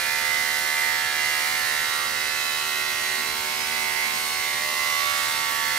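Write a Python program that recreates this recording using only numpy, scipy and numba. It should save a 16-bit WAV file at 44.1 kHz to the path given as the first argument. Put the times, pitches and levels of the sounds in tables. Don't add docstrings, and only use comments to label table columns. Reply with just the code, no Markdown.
import sys
import numpy as np
from scipy import signal
from scipy.fft import rfft, irfft
from scipy.io import wavfile
from scipy.ndimage import uniform_filter1d
from numba import njit

SR = 44100
rng = np.random.default_rng(int(sys.argv[2]) if len(sys.argv) > 2 else 0)


def inscribe(sig):
    pcm = np.round(np.clip(np.atleast_2d(sig).T, -1, 1) * 32767)
    wavfile.write(sys.argv[1], SR, pcm.astype(np.int16))


def volts(x):
    e = np.asarray(x, float) / 20
    return 10 ** e


N = 254898
STEP_SAMPLES = 256
HZ = np.maximum(np.arange(N // 2 + 1) * SR / N, 1)

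# (time [s], speed [turns/s], blade facing [dB], grip opening [dB])
MOTOR = [(0.0, 75.4, -30.5, -34), (0.06, 75.6, -30, -35), (0.48, 75.4, -28, -37), (1.78, 75.3, -29, -36),
         (2.0, 75.5, -34, -34), (2.12, 75.5, -33.5, -37.5), (2.16, 75.5, -32.5, -37),
         (2.62, 75.6, -36, -35.5), (3.15, 75.5, -30.5, -37.5), (3.17, 75.5, -32.5, -36),
         (3.38, 75.7, -35.5, -37.5), (3.93, 75.6, -31, -38), (4.15, 75.6, -33.5, -37),
         (4.65, 75.7, -31, -37), (5.01, 75.6, -31.5, -31), (5.12, 75.7, -32.5, -31.5),
         (5.6, 75.6, -31, -34), (5.78, 75.3, -29, -35)]
PART_EDGES_HZ = (1000, 1620, 2450)
# (multiple of turning rate, level [dB])
KNOCK = [(1, -21.5), (2, -42), (3, -26.5), (4, -35.5), (5, -24), (6, -24.5), (7, -18.5), (8, -21), (9, -22),
         (10, -15), (11, -20), (12, -14.5), (13, -22.5), (14, -20), (15, -17.5), (16, -16), (17, -25),
         (18, -10.5), (19, -17.5), (20, -10.5), (21, -16.5), (22, -15.0), (23, -15.5), (24, -19.5),
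         (25, -7.5), (26, -11), (27, -6), (28, -7.5), (29, -14.5), (30, -21)]
# (frequency [Hz], level [dB])
TEETH = [(2340, -18.5), (2500, -17), (3200, -18.5), (4300, -18), (5300, -22), (6000, -22), (7000, -31.5),
         (9000, -41)]
# (multiple, lift [dB])
PROUD = [(35, 4.5), (36, 5.5), (39, 4.5), (40, -9), (48, 5), (53, 6), (59, 4), (67, 4)]
# (time [s], half length [s], multiple, lift [dB])
POSES = [(0.0, 0.36, 32, 11), (0.07, 0.13, 28, -7.5), (0.7, 0.33, 29, -15), (0.84, 1.3, 23, 7),
         (0.91, 0.7, 22, 5), (0.98, 0.96, 17, 11), (1.4, 0.19, 15, -12), (1.4, 0.31, 31, 5.5),
         (1.47, 0.33, 24, 10), (2.03, 0.14, 20, -10), (2.1, 0.89, 14, 5), (2.59, 2.7, 15, 3.5),
         (2.66, 1.2, 19, 4), (2.73, 0.65, 23, 9.5), (2.73, 0.71, 25, 3.0), (2.73, 0.56, 26, -17),
         (2.94, 1, 30, 6), (3.78, 1.3, 31, 8), (3.92, 0.084, 25, 6.5), (3.92, 0.63, 25, -7),
         (4.06, 1.08, 14, 13.5), (4.13, 1.5, 18, -2.5), (4.2, 0.9, 21, -5.0), (4.41, 1.3, 29, 12),
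         (4.62, 0.2, 25, 2.5), (4.69, 0.12, 29, -15), (4.9, 0.34, 20, -12), (4.97, 0.26, 28, -15),
         (5.11, 0.9, 15, 11.0), (5.74, 0.25, 23, 13)]
# (time [s], half length [s], multiple, lift [dB])
SIDE_POSES = [(0.7, 1.07, 12, 3.5), (0.77, 1.2, 9, 2.5), (0.77, 1.3, 35, -14), (0.84, 0.74, 11, -13),
              (1.19, 0.18, 37, 7.5), (1.4, 0.86, 13, 4.5), (1.4, 1.2, 55, 8), (2.03, 0.2, 9, -4),
              (2.17, 1.3, 65, 4.5), (2.52, 0.7, 40, 13.5), (2.59, 0.81, 51, 9), (2.66, 0.82, 10, -3.5),
              (2.66, 0.62, 34, 9.5), (2.66, 0.57, 53, 3.5), (3.22, 1.2, 48, -6), (3.29, 1.4, 36, -5.0),
              (3.5, 1.3, 5, 4), (3.57, 1.1, 7, -7), (3.64, 0.2, 67, 8.5), (3.71, 0.34, 12, 4.5),
              (3.78, 0.13, 34, 7.5), (3.85, 0.33, 13, 0), (4.48, 0.73, 40, 6.0), (4.83, 0.42, 9, -3),
              (4.9, 0.4, 8, 9), (4.97, 0.95, 56, 3.5), (5.25, 1.2, 45, 3), (5.32, 1, 51, -8),
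              (5.53, 0.29, 12, 7.5), (5.53, 0.26, 10, -4.0)]
# (time [s], level [dB])
WHINE = [(0.0, -40), (0.04, -40), (0.14, -29.5), (0.59, -26), (1.13, -35.5), (1.22, -28), (1.72, -44),
         (2.19, -34.5), (2.53, -40), (3.11, -32), (3.5, -53), (3.73, -34), (4.01, -34), (4.1, -52),
         (4.68, -28.5), (5.0, -32.5), (5.2, -58), (5.78, -30)]
LINE_SHARE_DB = (0.42, -0.2, -2, -1.14)
# (frequency [Hz], density [dB/Hz])
RATTLE = [(340, -22.5), (700, -15.5), (1000, -12), (1500, -10), (1850, -2), (2080, 5), (2250, -1.5),
          (2500, -4.5), (3200, -3), (4100, -0.5), (5200, -0.5), (6500, -13.5)]
RATTLE_SHARE_DB = (-15.5, -15, -11, -7.5)
# (frequency [Hz], density [dB/Hz])
HISS_COLOUR = [(5200, -5), (6000, -1.5), (6940, -1), (10000, -1.5), (11250, -2.5), (11400, 0.5),
               (14700, -2.5), (15300, -3.5), (15740, -7)]
# (start [s], length [s], rate [pulses/s], level [dB])
GRUMBLE = [
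    (3.17, 0.23, 60.5, -49.5),
    (3.578, .26, 59, -51.5),
    (4.05, .13, 55, -49),
]
# (frequency [Hz], density [dB/Hz])
RUMBLE_COLOUR = [(15, -8), (45, -5), (90, -1), (140, -5.5), (200, -4.5), (330, -3.5), (500, -6),
                 (900, -21.5)]
# (frequency [Hz], level [dB])
HUM = [(120, -68), (137, -62), (480, -61.5), (960, -58), (11936, -57)]
# (frequency [Hz], left minus right [dB])
LEFT_DB = [(60, -10.5), (140, -13.5), (330, -8), (770, -9), (1790, -7), (2740, -7), (4190, -7), (6410, -4),
           (8000, -2.5), (10500, -2), (15000, -2.5)]
# (frequency [Hz], likeness [0-1])
LIKENESS = [(60, 0.39), (150, 0.5), (380, 0.62), (950, 0.17), (2380, 0.5), (5980, 0.34), (15000, 0.18)]
# (frequency [Hz], lead of left [rad])
LEAD = [(0, 0.5), (340, 0.82), (600, 0.55), (1210, 1.1), (1890, 0.82), (3360, 0.8), (3700, 1.7),
        (3960, 1.1), (5080, 0.95), (7580, 0.84), (10600, -0.2), (12000, 0), (15400, 2.5), (15800, 5.4)]
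# (from [Hz], to [Hz], level [dB], share of time kept [0-1])
LEFT_TOP = [(11380, 11720, -8, .2), (11720, 12350, -14, .06), (12350, 12900, -14, .75),
            (12900, 15170, -14, 1), (15170, 15800, -14, .02)]
RIGHT_TOP = [(15250, 15520, 0, .95), (15520, 15720, 0, .7), (15720, 17000, -25, 0)]

# (mean [dB], share of facing swing, share of grip swing)
CASE, LEVER, RING = (-40.5, 0.067, -0.15), (-36, .01, .99), (-30.5, .99, .01)
COMB, SLIDE = (-32, 0.13, 0.32), (-35.5, 0.19, 0.06)
TEETH_SCATTER_DB, WHINE_MULTIPLE = 2, 27
FLARE_S, FLARE_HALF_S, FLARE_DB = 5.25, 0.12, 2
HISS_EDGES_HZ, HISS_PATCHY_DB = (6000, 6900, 8100, 9600, 11400), 0.6
GRUMBLE_EDGE_S, GRUMBLE_SAG_PER_S = 0.067, 8.8
RUMBLE_DB, RUMBLE_SWAY_DB = -56, 0.3
SWELL_S, SWELL_HALF_S, SWELL_DB = 5.6, .5, 2


def clipper():
    speed_hz = in_time(MOTOR)[0]
    *part_db, hiss_db = hand()
    wobble_turns = 0.0007 * stretch(drift(27, count=1)[0])
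    turn = np.exp(2j * np.pi * (np.cumsum(speed_hz) / SR + wobble_turns))
    beat = 1 + 0.014 * turn.real + 0.028 * (turn ** 3).real + 0.055 * (turn ** 4).imag
    lines = knocks(turn)
    rattle = parts(noise(RATTLE, likeness=1.0) * beat, PART_EDGES_HZ)
    out = whine(turn)
    taken = np.minimum(volts(in_time(WHINE)[0] - part_db[2] - 2.5) ** 2, .7)
    lines[2] *= np.sqrt(1 - taken)
    for p in range(4):
        line_db = part_db[p] + LINE_SHARE_DB[p]
        rattle_db = 0.57 * part_db[p] + 0.39 * part_db[p].mean() + RATTLE_SHARE_DB[p]
        out = out + volts(line_db) * mid_one(ports(lines[p]))
        out = out + volts(rattle_db) * mid_one(rattle[p])
    return out + hiss(beat, hiss_db)


def hand():
    _, facing_db, grip_db = in_time(MOTOR)
    facing_swing_db = facing_db - facing_db.mean()
    grip_swing_db = grip_db - grip_db.mean()
    return [mean_db + a * facing_swing_db + b * grip_swing_db
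            for mean_db, a, b in (CASE, LEVER, RING, COMB, SLIDE)]


def knocks(turn, count=118):
    hz = np.arange(1, count + 1) * np.mean(np.array(MOTOR)[:, 1])
    log_khz = np.log10(hz / 1000)[:, None]
    teeth_db = at_hz(TEETH, hz)
    level_db = teeth_db + TEETH_SCATTER_DB * rng.standard_normal(count)
    for multiple, lift_db in PROUD:
        level_db[round(multiple) - 1] = teeth_db[round(multiple) - 1] + lift_db
    level_db[:len(KNOCK)] = np.array(KNOCK)[:, 1]
    level_db[WHINE_MULTIPLE - 1] -= 12
    level_db[:4] -= (12.6, 12, 1.3, 5.8)

    gain = paths(count, rate_hz=1.75, echo_db=-11.5 + 7.7 * log_khz, alike=0.048) * posed(POSES, count)
    gain = gain * paths(count, rate_hz=14, echo_db=-14.5 + 7.2 * log_khz, alike=0.55)

    smear = 1 - .85 * np.exp(-((hz - 2030) / 370) ** 2) - .2 * (hz < 1000)
    lag_rad = np.arctan((hz - 2040) / 150)
    phase_rad = 2 * np.pi * smear * (rng.random(count) - .5) - lag_rad
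    gain = gain * (volts(level_db) * np.exp(1j * phase_rad))[:, None]
    apart = np.exp(.3j * rng.standard_normal(count))[:, None]
    gain = gain * [apart, 1 / apart]

    part = np.searchsorted(PART_EDGES_HZ, hz)
    for p in range(4):
        power = np.sum(np.abs(gain[:, part == p].mean(axis=0)) ** 2, axis=0)
        gain[:, part == p] /= np.sqrt(power)
    gain = gain * posed(SIDE_POSES, count)
    return comb(np.ascontiguousarray(gain.transpose(0, 2, 1)), turn, part, STEP_SAMPLES)


@njit
def comb(gain, turn, part, step):
    out = np.zeros((4, 2, len(turn)))
    for n in range(len(turn)):
        j, u, z = n // step, n % step / step, 1 + 0j
        for i in range(len(part)):
            z *= turn[n]
            for side in range(2):
                g = gain[side, j, i] * (1 - u) + gain[side, j + 1, i] * u
                out[part[i], side, n] += (g * z).real
    return out


def paths(count, rate_hz, echo_db, alike):
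    a, b, c, d, e, f = drift(rate_hz, count=6 * count).reshape(6, count, -1)
    common = a + 1j * b
    own = np.array([c + 1j * d, e + 1j * f])
    return 1 + volts(echo_db) * (np.sqrt(alike) * common + np.sqrt(1 - alike) * own)


def posed(poses, count):
    t = np.arange(N // STEP_SAMPLES + 2) * STEP_SAMPLES / SR
    lift_db = np.zeros((count, len(t)))
    for s, half_s, multiple, level_db in poses:
        lift_db[round(multiple) - 1] += level_db * np.exp(-((t - s) / half_s) ** 4)
    return volts(lift_db)


def whine(turn):
    path = paths(1, rate_hz=2.4, echo_db=-5.5, alike=0.071)[:, 0]
    tone = np.array([(stretch(p) * turn ** WHINE_MULTIPLE).real for p in path])
    return volts(in_time(WHINE)[0] - 2) * mid_one(ports(tone))


def hiss(beat, level_db):
    patches = parts(noise(HISS_COLOUR, likeness=1.0) * beat, HISS_EDGES_HZ)
    sways = drift(2.7, count=6)
    slide = mid_one(sum(volts(HISS_PATCHY_DB * stretch(d)) * x for x, d in zip(patches, sways)))
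    flare_db = FLARE_DB * np.exp(-((np.arange(N) / SR - FLARE_S) / FLARE_HALF_S) ** 2)
    flutter_db = 0.37 * stretch(drift(5, count=1)[0])
    return volts(level_db + flare_db + 0.8 + flutter_db) * slide


def grumble():
    t, tone = np.arange(N) / SR, 0
    for s, length_s, rate_hz, level_db in GRUMBLE:
        phase = 2 * np.pi * (rate_hz - .5 * GRUMBLE_SAG_PER_S * (t - s)) * (t - s)
        shape = np.clip(np.minimum(t - s, s + length_s - t) / GRUMBLE_EDGE_S + .5, 0, 1)
        pulses = .5 * np.sin(3 * phase) + np.sin(4 * phase) + .45 * np.sin(5 * phase)
        tone = tone + volts(level_db) * shape * pulses
    tone = tone * volts(2.5 * stretch(drift(13, count=1)[0]))
    return ports(np.array([tone, np.roll(tone, 30)]))


def room():
    t = np.arange(N) / SR
    tones = sum(volts(level_db - 1.5) * np.sin(2 * np.pi * hz * t) for hz, level_db in HUM)
    swell_db = SWELL_DB * np.exp(-((t - SWELL_S) / SWELL_HALF_S) ** 2)
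    sway_db = RUMBLE_SWAY_DB * stretch(drift(0.49, count=1)[0])
    rumble = mid_one(noise(RUMBLE_COLOUR, likeness=0.61))
    return volts(RUMBLE_DB + 3.5 + swell_db + sway_db) * rumble + ports(np.array([tones, tones]))


def noise(colour, likeness):
    common, left, right = rfft(rng.standard_normal((3, N)))
    alike = np.clip(likeness * at_hz(LIKENESS, HZ), 0, 1)
    inside = (HZ > colour[0][0]) & (HZ < colour[-1][0])
    both = np.sqrt(alike) * common + np.sqrt(1 - alike) * np.array([left, right])
    return ports(irfft(both * inside * volts(at_hz(colour, HZ)), N))


def ports(pair):
    tilt = volts(at_hz(LEFT_DB, HZ) / 2) * np.exp(.5j * at_hz(LEAD, HZ))
    return irfft(rfft(pair) * [tilt, 1 / tilt], N)


def parts(x, edges_hz):
    spectrum, part = rfft(x), np.searchsorted(edges_hz, HZ)
    return [irfft(spectrum * (part == k), N) for k in range(len(edges_hz) + 1)]


def drift(rate_hz, count):
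    r = np.exp(-2 * np.pi * rate_hz * STEP_SAMPLES / SR)
    chance = rng.standard_normal((count, N // STEP_SAMPLES + 402))
    slow = signal.lfilter([1], [1, -2 * r, r * r], chance)[:, 400:]
    return slow / slow.std(axis=1, keepdims=True)


def stretch(slow):
    return np.interp(np.arange(N) / STEP_SAMPLES, np.arange(len(slow)), slow)


def in_time(rows):
    s, *columns = np.transpose(rows)
    return [np.interp(np.arange(N) / SR, s, c) for c in columns]


def at_hz(points, hz):
    points_hz, values = np.transpose(points)
    return np.interp(np.log(hz), np.log(points_hz + 1), values)


def mid_one(x):
    return x / np.sqrt(np.mean(x.mean(axis=0) ** 2))


def starve(x, bands):
    spectrum, out = rfft(x), x.copy()
    for low_hz, high_hz, level_db, kept in bands:
        band = irfft(spectrum * (HZ >= low_hz) * (HZ < high_hz), N)
        on = np.repeat(rng.random(N // 2048 + 1) < kept, 2048)[:N]
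        out += band * (volts(level_db) * uniform_filter1d(on * 1., size=700) - 1)
    return out


def scene():
    return clipper() + grumble() + room()


def top_cut(x):
    return signal.sosfilt(signal.butter(12, 16250, fs=SR, output="sos"), x)


def record(dry):
    thin = np.array([starve(dry[0], LEFT_TOP), starve(dry[1], RIGHT_TOP)])
    return top_cut(thin)


dry = scene()
out = record(dry)
inscribe(out)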